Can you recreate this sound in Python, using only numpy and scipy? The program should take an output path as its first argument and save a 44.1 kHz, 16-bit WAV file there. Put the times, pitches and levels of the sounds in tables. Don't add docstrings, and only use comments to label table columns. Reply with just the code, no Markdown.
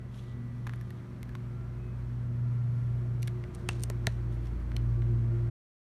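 import sys
import numpy as np
from scipy import signal
from scipy.fft import rfft, irfft, next_fast_len
from scipy.io import wavfile
from scipy.ndimage import map_coordinates

SR = 44100
rng = np.random.default_rng(int(sys.argv[2]) if len(sys.argv) > 2 else 0)


def unload_wav(signal):
    wavfile.write(
        sys.argv[1],
        SR,
        np.round(np.clip(np.atleast_2d(signal).T, -1, 1) * 32767).astype(np.int16),
    )


N = 256524

# f/Hz, level/dB
CARPET_COLOUR = [(800, -11.5), (2000, -8.5), (3600, -4), (6000, -6), (9000, -11.5), (11000, -6),
                 (14000, -21.5)]


def amp(db):
    return 10 ** (np.asarray(db) / 20)


def unit(x):
    return x / np.sqrt(np.mean(np.abs(x) ** 2) + 1e-20)


def along(points, hz):
    f, v = np.transpose(points)
    return np.interp(np.log(hz + 1), np.log(f + 1), v)


def curves(rows):
    s, *cols = np.transpose(rows)
    return [np.interp(np.arange(N) / SR, s, c) for c in cols]


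def swell(s, half):
    return np.exp(-.5 * ((np.arange(N) / SR - s) / half) ** 2)


def wobble(rate):
    at = np.arange(0, N + 32, 32)
    smooth = map_coordinates(rng.standard_normal(4096), [at * rate / SR + 2], mode="wrap")
    return np.interp(np.arange(N), at, smooth)


def filtered(x, response):
    size = next_fast_len(N + 8192)
    return irfft(rfft(x, size) * response(np.fft.rfftfreq(size, 1 / SR)), size)[:N]


def noise(colour):
    return unit(filtered(rng.standard_normal(N), lambda hz: amp(along(colour, hz))))


def ring(colour, size=2048):
    cepstrum = irfft(np.log(amp(along(colour, np.fft.rfftfreq(size, 1 / SR)))))
    cepstrum[1:size // 2] *= 2
    cepstrum[size // 2 + 1:] = 0
    return irfft(np.exp(rfft(cepstrum)))


def add(track, s, sound):
    part = track[max(round(s * SR), 0):][:len(sound)]
    part += sound[:len(part)]


def turning(hz):
    return 2 * np.pi * np.cumsum(np.broadcast_to(hz, N)) / SR


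def tone(phase, rough, rate):
    angle = (phase + rng.uniform(0, 2 * np.pi)).astype("float32")
    return unit((1 + rough * wobble(rate)) * np.cos(angle) - rough * wobble(rate) * np.sin(angle))


def slow_engine(waver_db=2):
    # t/s, firings a second/Hz
    firing_rate = [(0.3, 27.5), (0.7, 28.5), (2.0, 28.5), (3.7, 28.8), (4.2, 27.8), (4.8, 27.8),
                   (5.4, 27.1)]
    # t/s, level/dB
    throb_level = [(0.04, -51), (0.65, -52), (0.68, -48), (0.85, -49), (0.89, -69), (1.32, -42),
                   (1.35, -53), (1.61, -46.5), (2.03, -42), (2.76, -53), (2.95, -41.5), (3.29, -47.5),
                   (3.74, -42.5), (3.77, -40.5), (4.86, -32.5), (5.4, -39)]
    # multiple, level/dB, peak t/s, half length/s, lift/dB
    tones = [(1, -66, 3.6, 1.5, 3), (3, -56.5, 4.5, 2, 11), (5, -54, 2.7, 0.69, 6),
             (6, -62.5, 5.3, 1.9, 8.5), (8, -65, 5.4, 1.0, 9), (11, -73, 4.7, 0.78, 15),
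             (13, -74.5, 5, 0.75, 14.5), (14, -79.5, 4.0, 1.1, 9.5)]
    phase = turning(curves(firing_rate)[0])
    out = amp(curves(throb_level)[0]) * tone(2 * phase, rough=0.037, rate=18)
    for multiple, db, s, half, lift_db in tones:
        level_db = db + lift_db * swell(s, half) + waver_db * wobble(2.7)
        out += amp(level_db) * tone(multiple * phase, rough=0.021 * multiple, rate=14)
    return out


def fast_engine():
    # t/s, f/Hz
    pitch = [(0, 120.2), (0.3, 119.8), (0.8, 119.6), (1.9, 119.3), (2.3, 120.3), (3.6, 118.9), (4.0, 116.8),
             (4.5, 116.1), (5.2, 115.8)]
    # t/s, level/dB
    main_level = [(0.0, -44), (0.74, -36.5), (1.12, -46), (1.43, -38.5), (1.88, -39), (2.52, -29.5),
                  (3.25, -31.5), (3.43, -37), (3.49, -48), (3.75, -34.5), (4.31, -34), (4.54, -40),
                  (4.58, -48.5), (4.8, -30.5), (5.14, -27.5), (5.45, -29.5)]
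    # t/s, second level/dB, third level/dB
    overtone_levels = [(0.2, -60, -61), (0.5, -47, -68.5), (0.8, -63, -60), (1.25, -52, -58.5),
                       (1.85, -58, -55.5), (2.45, -51, -66), (3.25, -60, -57), (3.6, -60, -47),
                       (4.0, -64.5, -54.5), (4.6, -57, -55), (5.1, -49, -50), (5.45, -55, -47.5)]
    main_db, = curves(main_level)
    second_db, third_db = curves(overtone_levels)
    phase = turning(curves(pitch)[0])
    main = amp(main_db) * tone(phase, rough=0.061, rate=23)
    second = amp(second_db) * tone(2 * phase, rough=0.31, rate=14)
    third = amp(third_db) * tone(3 * phase, rough=0.65, rate=24)
    fourth = amp(third_db - 19.5) * tone(4 * phase, rough=0.24, rate=15)
    return main + second + third + fourth


def air_and_rumble():
    # t/s, level/dB
    air_level = [(0, -63), (1, -61.5), (2, -61.5), (3.8, -59.5), (5.5, -59.5)]
    # f/Hz, level/dB
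    air_colour = [(300, -30.5), (800, -9), (1050, -5.5), (1400, -7), (1950, -11.5), (2700, -18.5),
                  (5000, -22.5), (7000, -27), (10000, -32), (14000, -30.5)]
    # f/Hz, level/dB
    rumble_colour = [(20, -29.5), (38, -23), (48, -6.5), (73, -0.5), (92, -0.5), (108, -7.5), (130, -10),
                     (165, -3.5), (205, -12), (250, -10), (400, -18), (600, -27.5), (1200, -50.5),
                     (3000, -120)]
    air_db, = curves(air_level)
    air = amp(air_db + 0.4 * wobble(21)) * noise(air_colour)
    rumble = amp(air_db + 11.5 + 1.5 * wobble(7.7)) * noise(rumble_colour)
    return air + rumble


def exhaust(start_db=-64.5, growth_db_per_s=1.13):
    # f/Hz, level/dB
    rush_colour = [(200, -22.5), (400, 1), (510, -3), (640, -0.5), (800, -10.5), (1000, -9.5),
                   (1600, -40.5), (3000, -120)]
    level_db = start_db + growth_db_per_s * np.arange(N) / SR + 0.14 * wobble(37)
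    return amp(level_db) * noise(rush_colour)


def fan():
    # f/Hz, level/dB
    hums = [(193.3, -53.5), (270, -66.5)]
    # f/Hz, peak t/s, half length/s, level/dB
    whines = [(1965, 0.3, 0.36, -69), (1195, 0.35, 0.16, -71), (1200, 0.9, 0.09, -65.5),
              (1365, 1.58, 0.09, -66), (2550, 1.85, 0.08, -73.5), (1376, 2.7, 0.5, -70.5),
              (1200, 3.5, 0.25, -67.5), (1160, 4.97, 0.08, -64), (1402, 5.42, 0.1, -66.5)]
    out = sum(amp(db) * tone(turning(hz), rough=0.035, rate=2.2) for hz, db in hums)
    for hz, s, half, db in whines:
        out += amp(db) * swell(s, half) * tone(turning(hz), rough=0.35, rate=13)
    return out


def rustle(grain_db=4, catch_db=-2, catches_per_s=55):
    # f/Hz, level/dB
    fur_colour = [(1500, -22.5), (2400, -17), (3000, -4.5), (3800, -4), (4500, -13), (7000, -17.5),
                  (14000, -38)]
    # peak t/s, half length/s, level/dB, share of fur (0-1)
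    strokes = [(0.177, 0.038, -64.5, 0.6), (0.262, 0.07, -67, 0.92), (0.78, 0.18, -71, 0.66),
               (2.795, 0.059, -74, 0.01), (3.256, 0.034, -69, .1), (3.549, 0.007, -57.5, 0.07),
               (3.59, 0.026, -67, .05), (3.712, 0.016, -54, 0), (3.746, 0.025, -63, 0.3),
               (3.802, 0.034, -67, 0.1), (3.904, 0.0083, -61, .1), (4.106, 0.036, -64.5, 0),
               (4.337, 0.018, -65.5, 0.5), (4.455, 0.03, -68.5, 0.3), (4.801, 0.028, -82, 0.1)]
    fur = unit(noise(fur_colour) * amp(grain_db * wobble(350)))
    carpet = unit(noise(CARPET_COLOUR) * amp(grain_db * wobble(350)))
    fur = unit(fur * amp(catch_db * wobble(catches_per_s)))
    carpet = unit(carpet + amp(3) * crackle())
    out = np.zeros(N)
    for s, half, db, fur_share in strokes:
        blend = np.sqrt(fur_share) * fur + np.sqrt(1 - fur_share) * carpet
        out += amp(db) * swell(s, half) * blend
    return out


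def crackle(flicks_per_s=600):
    flicks = rng.choice([-1, 1], N) * (rng.random(N) < flicks_per_s / SR)
    return unit(filtered(flicks, lambda hz: amp(along(CARPET_COLOUR, hz))))


def wood_db(hz, resonances):
    return sum(db / (1 + (2 * (hz - centre) / width) ** 2) for centre, width, db in resonances)


def claws(creep_s=0.0069, slip_s=0.015):
    # t/s, level/dB, brightness/dB per octave, low cut f/Hz, ring f/Hz, ring lift/dB, slip (0-1)
    ticks = [(0.669, -31.5, -7.5, 331.7, 1400, -3, 0.11), (0.6715, -34, -2, 600, 800, 4, 0.2),
             (0.674, -36, -6.5, 800, 1150, 0, .05), (0.695, -33.5, -6.5, 1150, 1650, 6, 0.05),
             (0.7363, -38.5, -8, 800, 11000, 20, 0.06), (0.76, -52, 5, 2000, 9500, 7, .1),
             (0.812, -41, 0.5, 1200, 1720, 15, 0.2), (0.906, -39, 0.5, 1200, 1900, 13, 0.1),
             (1.2304, -33, 1, 1500, 2100, 10, 0.02), (1.293, -42, -2.5, 944, 1700, 13, 0.15),
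             (1.3526, -33.5, -3.5, 750, 1095, 17, 0.18), (3.2226, -34.5, 1, 2192, 5010, 3, 0.14),
             (3.2294, -23.5, 0.5, 2700, 6060, 5, 0.1), (3.2754, -29, 3.5, 1800, 1680, 17, 0.12),
             (3.2795, -26, 0, 1400, 2170, 7, .07), (3.4395, -34.5, -9, 1900, 2012, 6, 0.1),
             (3.5493, -39.5, 9, 4000, 9300, 18.5, .25), (3.6895, -13.5, 3, 200, 8400, 6.5, 0.06),
             (3.691, -24, -9, 300, 2750, 14, 0.11), (3.7976, -38.5, 2, 1974, 9040, 8, 0.13),
             (3.807, -41, 4, 3000, 9000, 10, 0), (3.8207, -35.5, 6, 3033, 6000, -14, .2),
             (3.828, -41, 11, 2960, 9050, 13, 0), (3.8362, -21, 9.5, 3000, 6000, 3, 0.07),
             (3.8375, -25.5, 2.5, 2964, 9000, 17.5, 0.1), (3.9003, -27, 9.5, 2000, 6540, 1, 0.05),
             (3.9011, -34.5, -8, 750, 1000, 8.5, 0.05), (4.07, -9, -2.5, 1650, 3940, 5.5, 0.06),
             (4.457, -40.5, -5, 2000, 5500, 8, 0.3), (4.471, -40.5, -5, 2500, 5500, 9, .2),
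             (4.7183, -39, -7, 800, 1900, -1.5, 0.04), (4.766, -20.5, -6, 3200, 3440, 4.5, 0.18),
             (5.021, -42, -9.5, 1296, 4950, 0, 0.18)]
    # f/Hz, level/dB
    tick_colour = [(150, -7), (650, 11), (1150, 11.5), (1900, 14), (3200, 11.5), (5800, 8.5), (9000, 3.5),
                   (14000, 10)]
    # f/Hz, width/Hz, lift/dB
    post_rings = [(630, 460, 4.5), (1030, 140, 1), (1700, 230, 3.5), (2700, 450, 0), (4100, 2200, 1)]
    out, lead = np.zeros(N), SR // 200
    t = np.arange(-lead, SR // 20) / SR
    envelope = amp(-60 * np.where(t < 0, -t / creep_s, t / slip_s))
    hz = np.geomspace(100, SR / 2, 300)
    colour_db = along(tick_colour, hz) + wood_db(hz, post_rings)
    octaves = np.log2(np.maximum(hz, 1400) / 4000)
    for s, db, brightness, lowest_hz, ring_hz, ring_db, slip in ticks:
        snap = np.where(t == 0, 1, slip * envelope * rng.standard_normal(len(t)))
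        low_cut_db = -10 * np.log10(1 + (lowest_hz / hz) ** 6)
        spot_db = wood_db(hz, [(ring_hz, 0.11 * ring_hz, ring_db)])
        tick_db = db + colour_db + spot_db + brightness * octaves + low_cut_db
        wood = ring(np.column_stack([hz, tick_db]))
        add(out, s - lead / SR, signal.fftconvolve(snap / np.linalg.norm(snap), wood))
    return out


def bumps(push_hz=105, push_s=0.019, attack_s=0.00029, rub_s=0.033):
    # t/s, push level/dB, knock level/dB, pitch ratio of the ring
    hits = [(0.669, -42, -35.5, 0.92), (3.279, -48, -38, 1.02), (3.691, -36, -24, 1.05),
            (3.84, -37, -35.5, 1.5), (3.902, -35, -25.5, 0.94), (4.0745, -14.5, -20, 1),
            (4.765, -27, -38.5, 0.8)]
    # f/Hz, level/dB
    knock_colour = [(100, 1), (250, -8), (400, -4), (520, -9.5), (680, -8), (900, -19), (1500, -24.5),
                    (4000, -42)]
    # f/Hz, width/Hz, lift/dB
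    hollow_rings = [(400, 330, 5), (650, 150, 9.5), (980, 150, 12), (1400, 150, 17), (1920, 240, 16.5)]
    out, t = np.zeros(N), np.arange(SR // 10) / SR
    push = np.sin(2 * np.pi * push_hz * t) * amp(-60 * t / push_s) * (1 - np.exp(-t / attack_s))
    hz = np.geomspace(100, SR / 2, 300)
    for s, push_db, knock_db, pitch in hits:
        colour_db = along(knock_colour, hz) + wood_db(hz / pitch, hollow_rings)
        wood = ring(np.column_stack([hz, colour_db]))
        rub = 0.012 * amp(-60 * t / rub_s) * rng.standard_normal(len(t))
        contact = np.where(t == 0, 1, rub)
        knock = signal.fftconvolve(contact, wood / np.abs(wood).max())[:len(t)]
        add(out, s, amp(push_db) * push + amp(knock_db) * knock)
    return filtered(out, lambda f: 1j * f / (55 + 1j * f))


def room_echo(x):
    # f/Hz, time to fade by 60 dB/s
    fade_times = [(200, 0.36), (3000, 0.2), (7000, 0.096), (14000, 0.05)]
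    hz, t, bands = signal.stft(rng.standard_normal(SR // 2), SR, nperseg=256)
    fade = amp(-60 * t / along(fade_times, hz)[:, None])
    tail = signal.istft(bands * fade, SR, nperseg=256)[1]
    delayed_tail = np.pad(tail / np.linalg.norm(tail), (SR // 200, 0))
    return signal.fftconvolve(x, delayed_tail)[:N]


def muffled(x, above_hz=9600, dip_db=-16.5):
    treble = filtered(x, lambda hz: 1 / (1 + (above_hz / (hz + 1)) ** 20))
    return x + treble * (amp(dip_db * swell(s=3.71, half=0.31)) - 1)


def scene():
    ticks = claws()
    drone = slow_engine() + fast_engine() + air_and_rumble() + exhaust() + fan()
    close_sounds = ticks + amp(-22.5) * room_echo(ticks) + bumps() + rustle()
    return (drone + muffled(close_sounds))[None]


def record(dry):
    # f/Hz, level/dB
    microphone_colour = [(1900, 0), (2100, 1.5), (2550, 0.5), (3050, -1), (3350, -1), (3650, -3),
                         (4400, -1.5), (4900, -5.5), (5600, -1.5), (7100, -3.5), (9000, -0.5), (10200, -2),
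                         (11300, -1.5), (14000, -6.5)]
    stop_s, top_hz = 5.5, 14300
    coloured = signal.fftconvolve(dry[0], ring(microphone_colour))[:N]
    fade_out = np.clip((stop_s - np.arange(N) / SR) / 0.008, 0, 1)
    return filtered(coloured * fade_out, lambda hz: np.clip((top_hz - hz) / 500, 0, 1))[None]


dry = scene()
out = record(dry)
unload_wav(out)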